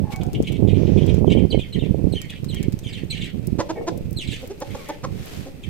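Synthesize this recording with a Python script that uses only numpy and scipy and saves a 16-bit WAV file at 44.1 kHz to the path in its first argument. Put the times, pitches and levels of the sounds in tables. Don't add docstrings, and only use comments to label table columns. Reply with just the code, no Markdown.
import sys
import numpy as np
from scipy import signal
from scipy.fft import rfft, irfft
from scipy.io import wavfile
from scipy.ndimage import uniform_filter1d, minimum_filter1d

SR = 44100
rng = np.random.default_rng(int(sys.argv[2]) if len(sys.argv) > 2 else 0)


def generate_wav(signal):
    frames = np.transpose(np.atleast_2d(signal))
    scaled = np.clip(frames, -1, 1) * 32767
    pcm = np.round(scaled).astype(np.int16)
    wavfile.write(sys.argv[1], SR, pcm)


N = 250929
TIME = np.arange(N) / SR


def cluck(length, first_hz, top_hz, db, beak, rough=.23, peak_at=.68, sag=0.89):
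    # (frequency [Hz], width [Hz], gain [dB])
    throat = [(310, 330, -1.5), (472, 100, 9.5), (870, 77, 12), (1720, 60, -9.5), (3280, 57, -23),
              (5000, 290, -39)]
    u = np.arange(round((length + 0.033) * SR)) / SR / length
    pitch = np.interp(u, [0, peak_at, 1], [first_hz, top_hz, top_hz * sag])
    pitch *= 1 + 0.17 * rough * wander(len(u), 277)
    turns = np.cumsum(pitch) / SR
    pulses = sum(np.cos(2 * np.pi * k * turns) for k in range(1, 36)) * amp(1.5 * wander(len(u), 186))
    puffs = np.exp(-(turns % 1) / .45) * rng.standard_normal(len(u))
    effort = np.sin(np.pi * np.minimum(u, 1) ** 1.25).clip(0) ** 1.3
    drive = effort * (unit(pulses) + 2 * rough * unit(puffs))
    tuning = np.interp(beak, [0, 1], [0.62, 1.666])
    tuning = tuning * (1 + 0.2 * (effort - .8))
    voice = sum((-1) ** k * amp(level) * resonate(drive, hz * tuning, width)
                for k, (hz, width, level) in enumerate(throat))
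    voice += amp(-21.5) * effort * resonate(unit(puffs), 6200, 3100)
    muffle_db = -7.5 * max(1 - beak / 0.83, 0)
    return amp(db) * tint(voice, [(120, -6.0), (350, 9), (1000, muffle_db / 2), (1900, muffle_db + 6.5),
                                  (6500, muffle_db + 13), (12000, muffle_db - 3.0)])


def roosters():
    # (time [s], length [s], first pitch [Hz], top pitch [Hz], relative level [dB], beak opening [0-1])
    clucks = [(3.582, 0.041, 209.5, 351.6, -26.5, 0.5), (3.686, 0.034, 276, 337, -29, 0.36),
              (3.865, 0.034, 282.6, 342.4, -27, 0.39), (4.418, 0.032, 248, 264.6, -39.5, 0.01),
              (4.492, 0.038, 329.4, 432, -36, 0), (4.604, 0.034, 203, 310, -33.5, 0.42),
              (4.74, 0.023, 278, 291, -36.5, 0.4), (4.882, 0.032, 255.6, 315.7, -32, 0.44),
              (5.029, 0.031, 206, 268.7, -33, 0.64), (5.45, 0.044, 243, 280.7, -41, 0.09)]
    return play(clucks, cluck)


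def slur(t, top_hz, fall_s, rough, overtone_db=0, low_hz=1860):
    # (frequency [Hz], gain [dB])
    rasp_colour = [(1200, -29), (1650, -26), (2100, 3.5), (3000, 7.5), (4100, -3.5), (5300, -15),
                   (6500, -18.5), (8400, -13.5), (10000, -28)]
    # (frequency [Hz], gain [dB])
    throat_gain = [(1800, -5), (3100, 3), (4400, 1)]
    resonance_hz, spacing_hz, pull = 3106, 953, 0.852
    buzz_hz, breaks_db, breaks_hz = 426.8, 4, 65
    size = len(t)
    fallen = 1 - 1 / (1 + (t / fall_s) ** 2)
    pitch = (top_hz + (low_hz - top_hz) * fallen) * (1 + .025 * wander(size, 47.8))
    catch = 2 * np.pi * (pitch - resonance_hz) / spacing_hz
    pitch -= pull * np.sin(catch) * spacing_hz / (2 * np.pi)
    rough = np.clip(rough + .35 * fallen ** 2, 0, 1)
    shake = 1 + (.008 + .09 * rough ** 2) * wander(size, 250)
    phase = phase_of(pitch * shake)
    fundamental = amp(2 * np.cos(catch) + read(throat_gain, pitch)) * np.sin(phase)
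    overtones = sum(amp(read(rasp_colour, k * pitch) - 13 * fallen ** 2) * np.sin(k * phase)
                    for k in (2, 3))
    buzz = np.sin(phase_of(buzz_hz * (1 + 0.242 * wander(size, 93.0))))
    whistle = (fundamental + amp(2.0 + overtone_db) * overtones) * (1 + 0.94 * rough * buzz)
    other_side = np.sin(phase_of(np.maximum(.74 * pitch, low_hz) * shake))
    whistle += rough * amp(breaks_db * wander(size, breaks_hz)) * other_side
    rasp = tint(tint(rng.standard_normal(size), rasp_colour), [(4000, 0.021), (6000, overtone_db)])
    rasp *= amp(0.48 * np.sin(phase_of(130 + 40 * wander(size, 47))))
    rasp_share = .95 * rough ** 2.3
    voice = np.sqrt(1 - rasp_share) * unit(whistle) + np.sqrt(rasp_share) * unit(rasp)
    flicker_db = 3 * wander(size, 220) + breaks_db * rough * wander(size, breaks_hz)
    return unit(voice * amp(flicker_db))


def chirp(top_hz, fall_s, db, rough, overtone_db, falls=2.9, attack_s=.006, fade_db_per_fall=5.5):
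    t = np.arange(round(falls * fall_s * SR)) / SR
    shape = np.minimum(t / attack_s, 1) * np.minimum(2 * (falls - t / fall_s), 1)
    return amp(db - fade_db_per_fall * t / fall_s) * shape * slur(t, top_hz, fall_s, rough, overtone_db)


def squeak(length, db):
    t = np.arange(round(length * SR)) / SR
    voice = slur(t, top_hz=3450, fall_s=0.044, rough=0.716)
    return amp(db) * unit(voice * signal.windows.tukey(len(t), .7))


def small_bird(scatter_s=0.014, chatter_per_s=9, chatter_until_s=1.9, chatter_db=-47):
    # (time [s], top pitch [Hz], fall time [s], relative level [dB], roughness [0-1], overtones [dB])
    chirps = [(1.268, 3330, 0.045, -41, 0.17, -2), (1.365, 3300, 0.031, -37.5, 0.28, -8),
              (1.502, 4475, .024, -29, 0.06, -2.5), (1.608, 3730, 0.024, -34, 0, -6),
              (1.724, 4310, 0.026, -33, 0.18, -2), (1.787, 3900, 0.037, -38.5, 0.2, -10),
              (2.12, 4420, 0.026, -36.5, .15, 7.5), (2.152, 3380, 0.051, -35.5, 0.12, -3),
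              (2.289, 3730, 0.03, -36, 0.65, 0), (2.484, 4260, .042, -37, .15, 4.5),
              (2.553, 3370, 0.046, -38.5, 0.38, -2), (2.831, 3535, 0.051, -38.5, 0.42, 7),
              (2.866, 3425, 0.033, -39.5, 0.25, 2), (2.923, 3850, 0.042, -36.5, 0.42, 1.5),
              (3.098, 4320, 0.034, -29, 0.3, 4.5), (3.143, 3505, 0.042, -35.5, 0.74, 0),
              (3.203, 3790, 0.041, -30.5, 0.52, -2), (3.238, 3760, 0.016, -37, 0.7, 9),
              (4.163, 4430, .04, -30.5, 0, 3.5), (4.205, 3310, 0.044, -35.5, 0.77, 6),
              (4.271, 3930, 0.034, -32.5, 0.54, 3), (4.313, 3950, 0.037, -32, 0.65, 7.5),
              (5.63, 3600, 0.026, -40, 0.44, 2.5)]
    # (time [s], length [s], relative level [dB])
    squeaks = [(.208, 0.017, -43), (.338, 0.031, -37.5), (.456, 0.043, -34.5), (.678, 0.048, -42.5),
               (.966, 0.032, -43), (1.004, .04, -44.5), (1.075, 0.044, -40), (1.295, 0.049, -33),
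               (1.586, 0.022, -37.5), (2.338, 0.056, -49), (2.964, 0.04, -43)]
    mix, t = np.zeros((2, N)), np.arange(1024) / SR
    chatter = [(s, .03, chatter_db) for s in TIME[chance(chatter_per_s) & (TIME < chatter_until_s)]]
    for rows, voice in [(chirps, chirp), (squeaks + chatter, squeak)]:
        for s, *columns in rows:
            taps = rng.standard_normal((2, len(t))) * np.exp(-t / scatter_s)
            taps[:, 0] = np.linalg.norm(taps[0])
            taps /= np.linalg.norm(taps[0])
            add(mix, s, signal.fftconvolve(voice(*columns)[None], taps, axes=1))
    return mix * amp([[-1], [1]])


def gusts(port, rise_s=0.011, fall_s=0.014):
    # (time [s], length [s], level [dB], port struck [left/right])
    blows = [(0, 0.042, -16, "right"), (0.203, 0.085, -20.5, "right"), (0.341, 0.095, -20, "left"),
             (0.49, 0.065, -16.5, "right"), (0.599, 0.86, -12, "right"), (1.517, 0.079, -14.5, "right"),
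             (1.759, 0.3, -18.5, "right"), (2.042, 0.12, -20, "right"), (2.435, 0.3, -23.5, "right"),
             (2.827, 0.31, -29.5, "right"), (3.137, 0.12, -27, "right"), (3.349, 0.24, -22.5, "right"),
             (3.901, 0.3, -26.5, "right"), (4.261, 0.087, -26, "right"), (4.689, 0.055, -28, "right"),
             (5.044, 0.18, -26.5, "right"), (5.358, 0.057, -28.5, "right"), (5.659, 0.023, -26.5, "right")]
    return sum(amp(db) * np.exp(np.minimum(TIME - s, 0) / rise_s
                                - np.maximum(TIME - s - length, 0) / fall_s)
               for s, length, db, struck in blows if struck == port)


def wind(eddies_per_s=140, wash_gain=0.68, dull_db=-9, sputter_db=2.5):
    # (frequency [Hz], level [dB])
    colour = [(15, -57), (43, -4.5), (95, -1.5), (170, -0.5), (270, -6.5), (430, -10), (610, -23),
              (1070, -42.5), (2000, -82), (4000, -110)]
    # (time [s], level [dB])
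    breeze = [(0, -28), (2, -31.5), (3.7, -35), (4.45, -37), (4.9, -46.5), (5.3, -41), (5.69, -38)]
    # (time [s], peak [dB], half width [s])
    buffets = [(0.404, -1.5, 0.00059), (0.737, -9, 0.00073), (1.246, -4.5, 0.00041), (1.374, -4, 0.0005),
               (1.427, -3, 0.00088), (1.547, 0.5, 0.00053), (1.578, -10.5, 0.00064), (1.91, -2, 0.0013),
               (1.946, -6.5, 0.00055), (2.053, -4, 0.0016), (2.138, -9.5, 0.00056), (2.685, -3.5, 0.00094),
               (2.741, -8.5, 0.0012), (3.036, -12, 0.00077), (3.53, -5.5, 0.0011), (4.29, -9, 0.0012)]
    wind_db = 20 * np.log10(np.hypot(gusts("right"), amp(np.interp(TIME, *np.transpose(breeze)))))
    eddies = chance(eddies_per_s) * rng.uniform(0.54, 1, N)
    pops = np.imag(signal.hilbert(tint(eddies, colour)))
    wash = tint(tint(rng.standard_normal(N), colour), [(160, 2.1), (500, -1.1)])
    hard = unit(pops + wash_gain * wash)
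    soft = tint(hard, [(160, 0.0038), (500, dull_db)])
    force = np.clip((wind_db + 29) / 17, 0, 1)
    flow = force * hard + (1 - force) * soft
    running_rms = np.sqrt(uniform_filter1d(flow ** 2, size=2600) + 0.0046)
    right = amp(wind_db + sputter_db * wander(N, 47.0)) * flow / running_rms
    for s, db, half_width in buffets:
        u = np.arange(-SR // 100, SR // 100) / SR / half_width
        add(right, s - .01, -amp(db) * u * np.exp((1 - u ** 2) / 2))
    sheltered = tint(rng.standard_normal(N), [(15, 10.5), (100, -8.5), (250, -7.0), (600, -44)])
    left = amp(-33 + 0.23 * wind_db) * sheltered + gusts("left") * tint(rng.standard_normal(N), colour)
    return np.array([left, right])


def wind_boom(start_s=.6, length_s=0.67, hz=95, width_hz=14, db=-20):
    mix, size = np.zeros((2, N)), round(length_s * SR)
    drone = resonate(resonate(rng.standard_normal(size), hz, width_hz), hz, 51)
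    add(mix[1], start_s, amp(db) * unit(drone) * signal.windows.tukey(size, .3))
    return mix


def gust_hiss(start_s=.73, length_s=.5, db=-47):
    # (frequency [Hz], level [dB])
    colour = [(1200, 3.5), (2500, 13.5), (4300, 2.5), (6000, 4.5), (7500, -8), (12000, -47)]
    mix, size = np.zeros((2, N)), round(length_s * SR)
    hiss = tint(rng.standard_normal((2, size)), colour)
    add(mix, start_s, amp(db) * hiss * signal.windows.tukey(size, .25))
    return mix


def grit(gain_db=8, faint_per_s=0.75, faint_db=-45, decay_s=.0016, bounce_s=0.0052, bounce_db=-5.5):
    # (time [s], relative peak [dB])
    ticks = [(0.161, -34.5), (0.234, -37), (0.332, -34.5), (0.4253, -35), (0.523, -35), (1.064, -35.5),
             (1.144, -36.5), (2.2167, -28), (2.3038, -34.5), (2.445, -34.5), (2.546, -32), (2.629, -30.5),
             (2.724, -33.5), (2.79, -33.5)]
    # (frequency [Hz], level [dB])
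    colour = [(800, 10), (2000, 6.5), (4000, 9.5), (8000, 12.5), (11000, 3.5), (14000, 11), (16000, -6)]
    mix, t = np.zeros((2, N)), np.arange(1024) / SR
    faint = [(s, faint_db) for s in TIME[chance(faint_per_s)]]
    for s, db in ticks + faint:
        for delay_s, drop_db in [(0, 0), (bounce_s, bounce_db)]:
            crack = tint(rng.standard_normal((2, len(t))) * np.exp(-t / decay_s), colour)
            add(mix, s + delay_s, amp(db + drop_db + gain_db) * crack[:, :800] / abs(crack).max())
    return mix


def claws(decay_s=0.0034):
    # (time [s], relative level [dB])
    clicks = [(3.47, -30), (3.9764, -37), (4.1085, -41), (4.1297, -38), (4.4752, -38), (4.603, -36),
              (4.8877, -35.5), (5.258, -39)]
    mix, t = np.zeros((2, N)), np.arange(600) / SR
    for s, db in clicks:
        noise = rng.standard_normal((2, len(t)))
        click = tint(noise, [(2000, -32), (5000, 1.5), (13000, 7.5), (16000, 5.5)]) * np.exp(-t / decay_s)
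        add(mix, s, amp(db) * click * amp([[4], [-4]]))
    return mix


def far_note(length, first_hz, last_hz, db, harmonic, hoarse):
    u = np.linspace(0, 1, round(length * SR))
    shake = 1 + .2 * hoarse * wander(len(u), 130)
    phase = phase_of((first_hz + (last_hz - first_hz) * u) * shake)
    note = sum(np.sin(k * phase) / (1 + (k - harmonic) ** 4 * 9) for k in range(1, 8))
    return amp(db) * unit(note * amp(3.8 * wander(len(u), 300)) * signal.windows.tukey(len(u), .5))


def far_fowl_and_metal():
    # (time [s], length [s], first pitch [Hz], last pitch [Hz], relative level [dB],
    #  resonance [harmonic number], hoarseness [0 = clear])
    notes = [(0, 0.33, 850, 710.5, -49, 1.08, .26), (.113, .05, 1137, 1120, -49.5, 1.54, 0.05),
             (3.745, 0.087, 563, 467, -39, 0.93, 1.12), (3.75, 0.046, 382, 360, -52.5, 5.52, 0),
             (3.89, 0.062, 498, 555, -42.5, 0.57, 0.34), (4.69, 0.038, 966, 1170, -55, 2.46, 0.3),
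             (4.765, 0.077, 1230, 1072, -56, 1.5, 0.11), (4.84, 0.12, 1106, 867, -54.5, 2.37, 0.45),]
    return play(notes, far_note)


def rustle(rest_db=-52.5):
    # (middle [s], half length [s], level [dB])
    swells = [(0.128, 0.017, -35.5), (4.444, 0.059, -45), (4.786, 0.18, -42.5), (5.311, 0.16, -39)]
    # (frequency [Hz], level [dB])
    colour = [(500, 13), (1000, 1.5), (2500, 4), (4500, 0), (7500, -5.5), (10000, -9), (14000, -7),
              (16000, -23)]
    grains = rng.standard_normal((2, N)) * amp(1.4 * wander(N, 360) + .8 * wander(N, 31))
    swell_power = sum(amp(db) ** 2 * np.exp(-2 * ((TIME - s) / half) ** 2) for s, half, db in swells)
    return np.sqrt(amp(rest_db) ** 2 + swell_power) * tint(grains, colour)


def yard_air(db=-45, likeness=0.8):
    # (frequency [Hz], level [dB])
    colour = [(25, 0), (130, -4), (450, -5.5), (1000, -27), (1600, -33), (2600, -20), (5000, -96),
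              (8500, -32), (10000, -47.5), (14000, -35), (16000, -55)]
    return amp(db) * tint(rng.standard_normal((2, N)) + likeness * rng.standard_normal(N), colour)


def walls(x, echoes_per_s=2000, gap_s=.004):
    # (frequency [Hz], time to fall 60 dB [s])
    decay = [(200, 0.52), (600, 0.43), (1500, 0.096), (3000, 0.4), (9000, 0.049)]
    taps = rng.standard_normal((2, SR)) * chance(echoes_per_s, (2, SR)) * (np.arange(SR) > gap_s * SR)
    hz, t, bands = signal.stft(taps, SR, nperseg=256)
    tail = signal.istft(bands * amp(-60 * t / read(decay, hz)[:, None]), SR, nperseg=256)[1]
    return signal.fftconvolve(np.atleast_2d(x), tail / np.linalg.norm(tail[0]), axes=1)[:, :N]


def ports(x, lead_ms, balance_db):
    early = irfft(rfft(x) * np.exp(2j * np.pi * np.fft.rfftfreq(N, 1000 / SR) * lead_ms), N)
    return np.array([early * amp(balance_db / 2), x * amp(-balance_db / 2)])


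def amp(db):
    return 10 ** (np.asarray(db) / 20)


def unit(x):
    return x / np.sqrt(np.mean(x ** 2) + 1e-20)


def phase_of(hz):
    return 2 * np.pi * np.cumsum(hz) / SR


def chance(per_s, shape=N):
    return rng.random(shape) < per_s / SR


def read(points, hz):
    f, value = np.transpose(points)
    return np.interp(np.log(hz + 1), np.log(f + 1), value)


def tint(x, points):
    size = x.shape[-1]
    return unit(irfft(rfft(x) * amp(read(points, np.fft.rfftfreq(size, 1 / SR))), size))


def wander(size, rate_hz):
    hz = np.fft.rfftfreq(size + SR // 4, 1 / SR)
    return unit(irfft(rfft(rng.standard_normal(size + SR // 4)) / (1 + (hz / rate_hz) ** 4)))[:size]


def resonate(x, hz, width):
    turn = np.exp(1j * phase_of(hz * np.ones(len(x))))
    pole = np.exp(-np.pi * width / SR)
    return 2 * (turn * signal.lfilter([(1 - pole) / 2] * 2, [1, -pole], x / turn)).real


def add(mix, s, sound):
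    part = mix[..., max(round(s * SR), 0):][..., :sound.shape[-1]]
    part += sound[..., :part.shape[-1]]


def play(rows, voice):
    mix = np.zeros(N)
    for s, *columns in rows:
        add(mix, s, voice(*columns))
    return mix


def scene():
    clucks, bird, far = roosters(), small_bird(), far_fowl_and_metal()
    bed = wind() + wind_boom() + yard_air() + rustle() + gust_hiss()
    ticks = grit()
    near = amp(0.5) * ports(clucks, lead_ms=0.072, balance_db=-1.5) + bird
    echoes = walls(amp(-13.5) * clucks + amp(-13) * bird + amp(0.5) * far + amp(-12.0) * ticks)
    return near + amp(3.0) * far + ticks + claws() + echoes + bed


def record(dry, ceiling=.9, edge_hz=16100):
    needed_gain = np.minimum(1, ceiling / (abs(dry) + 1e-9))
    gain = uniform_filter1d(minimum_filter1d(needed_gain, size=120), size=120)
    lowpass = signal.firwin(511, edge_hz, window=("kaiser", 9), fs=SR)
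    return signal.oaconvolve(dry * gain, lowpass[None], "same")


dry = scene()
out = record(dry)
generate_wav(out)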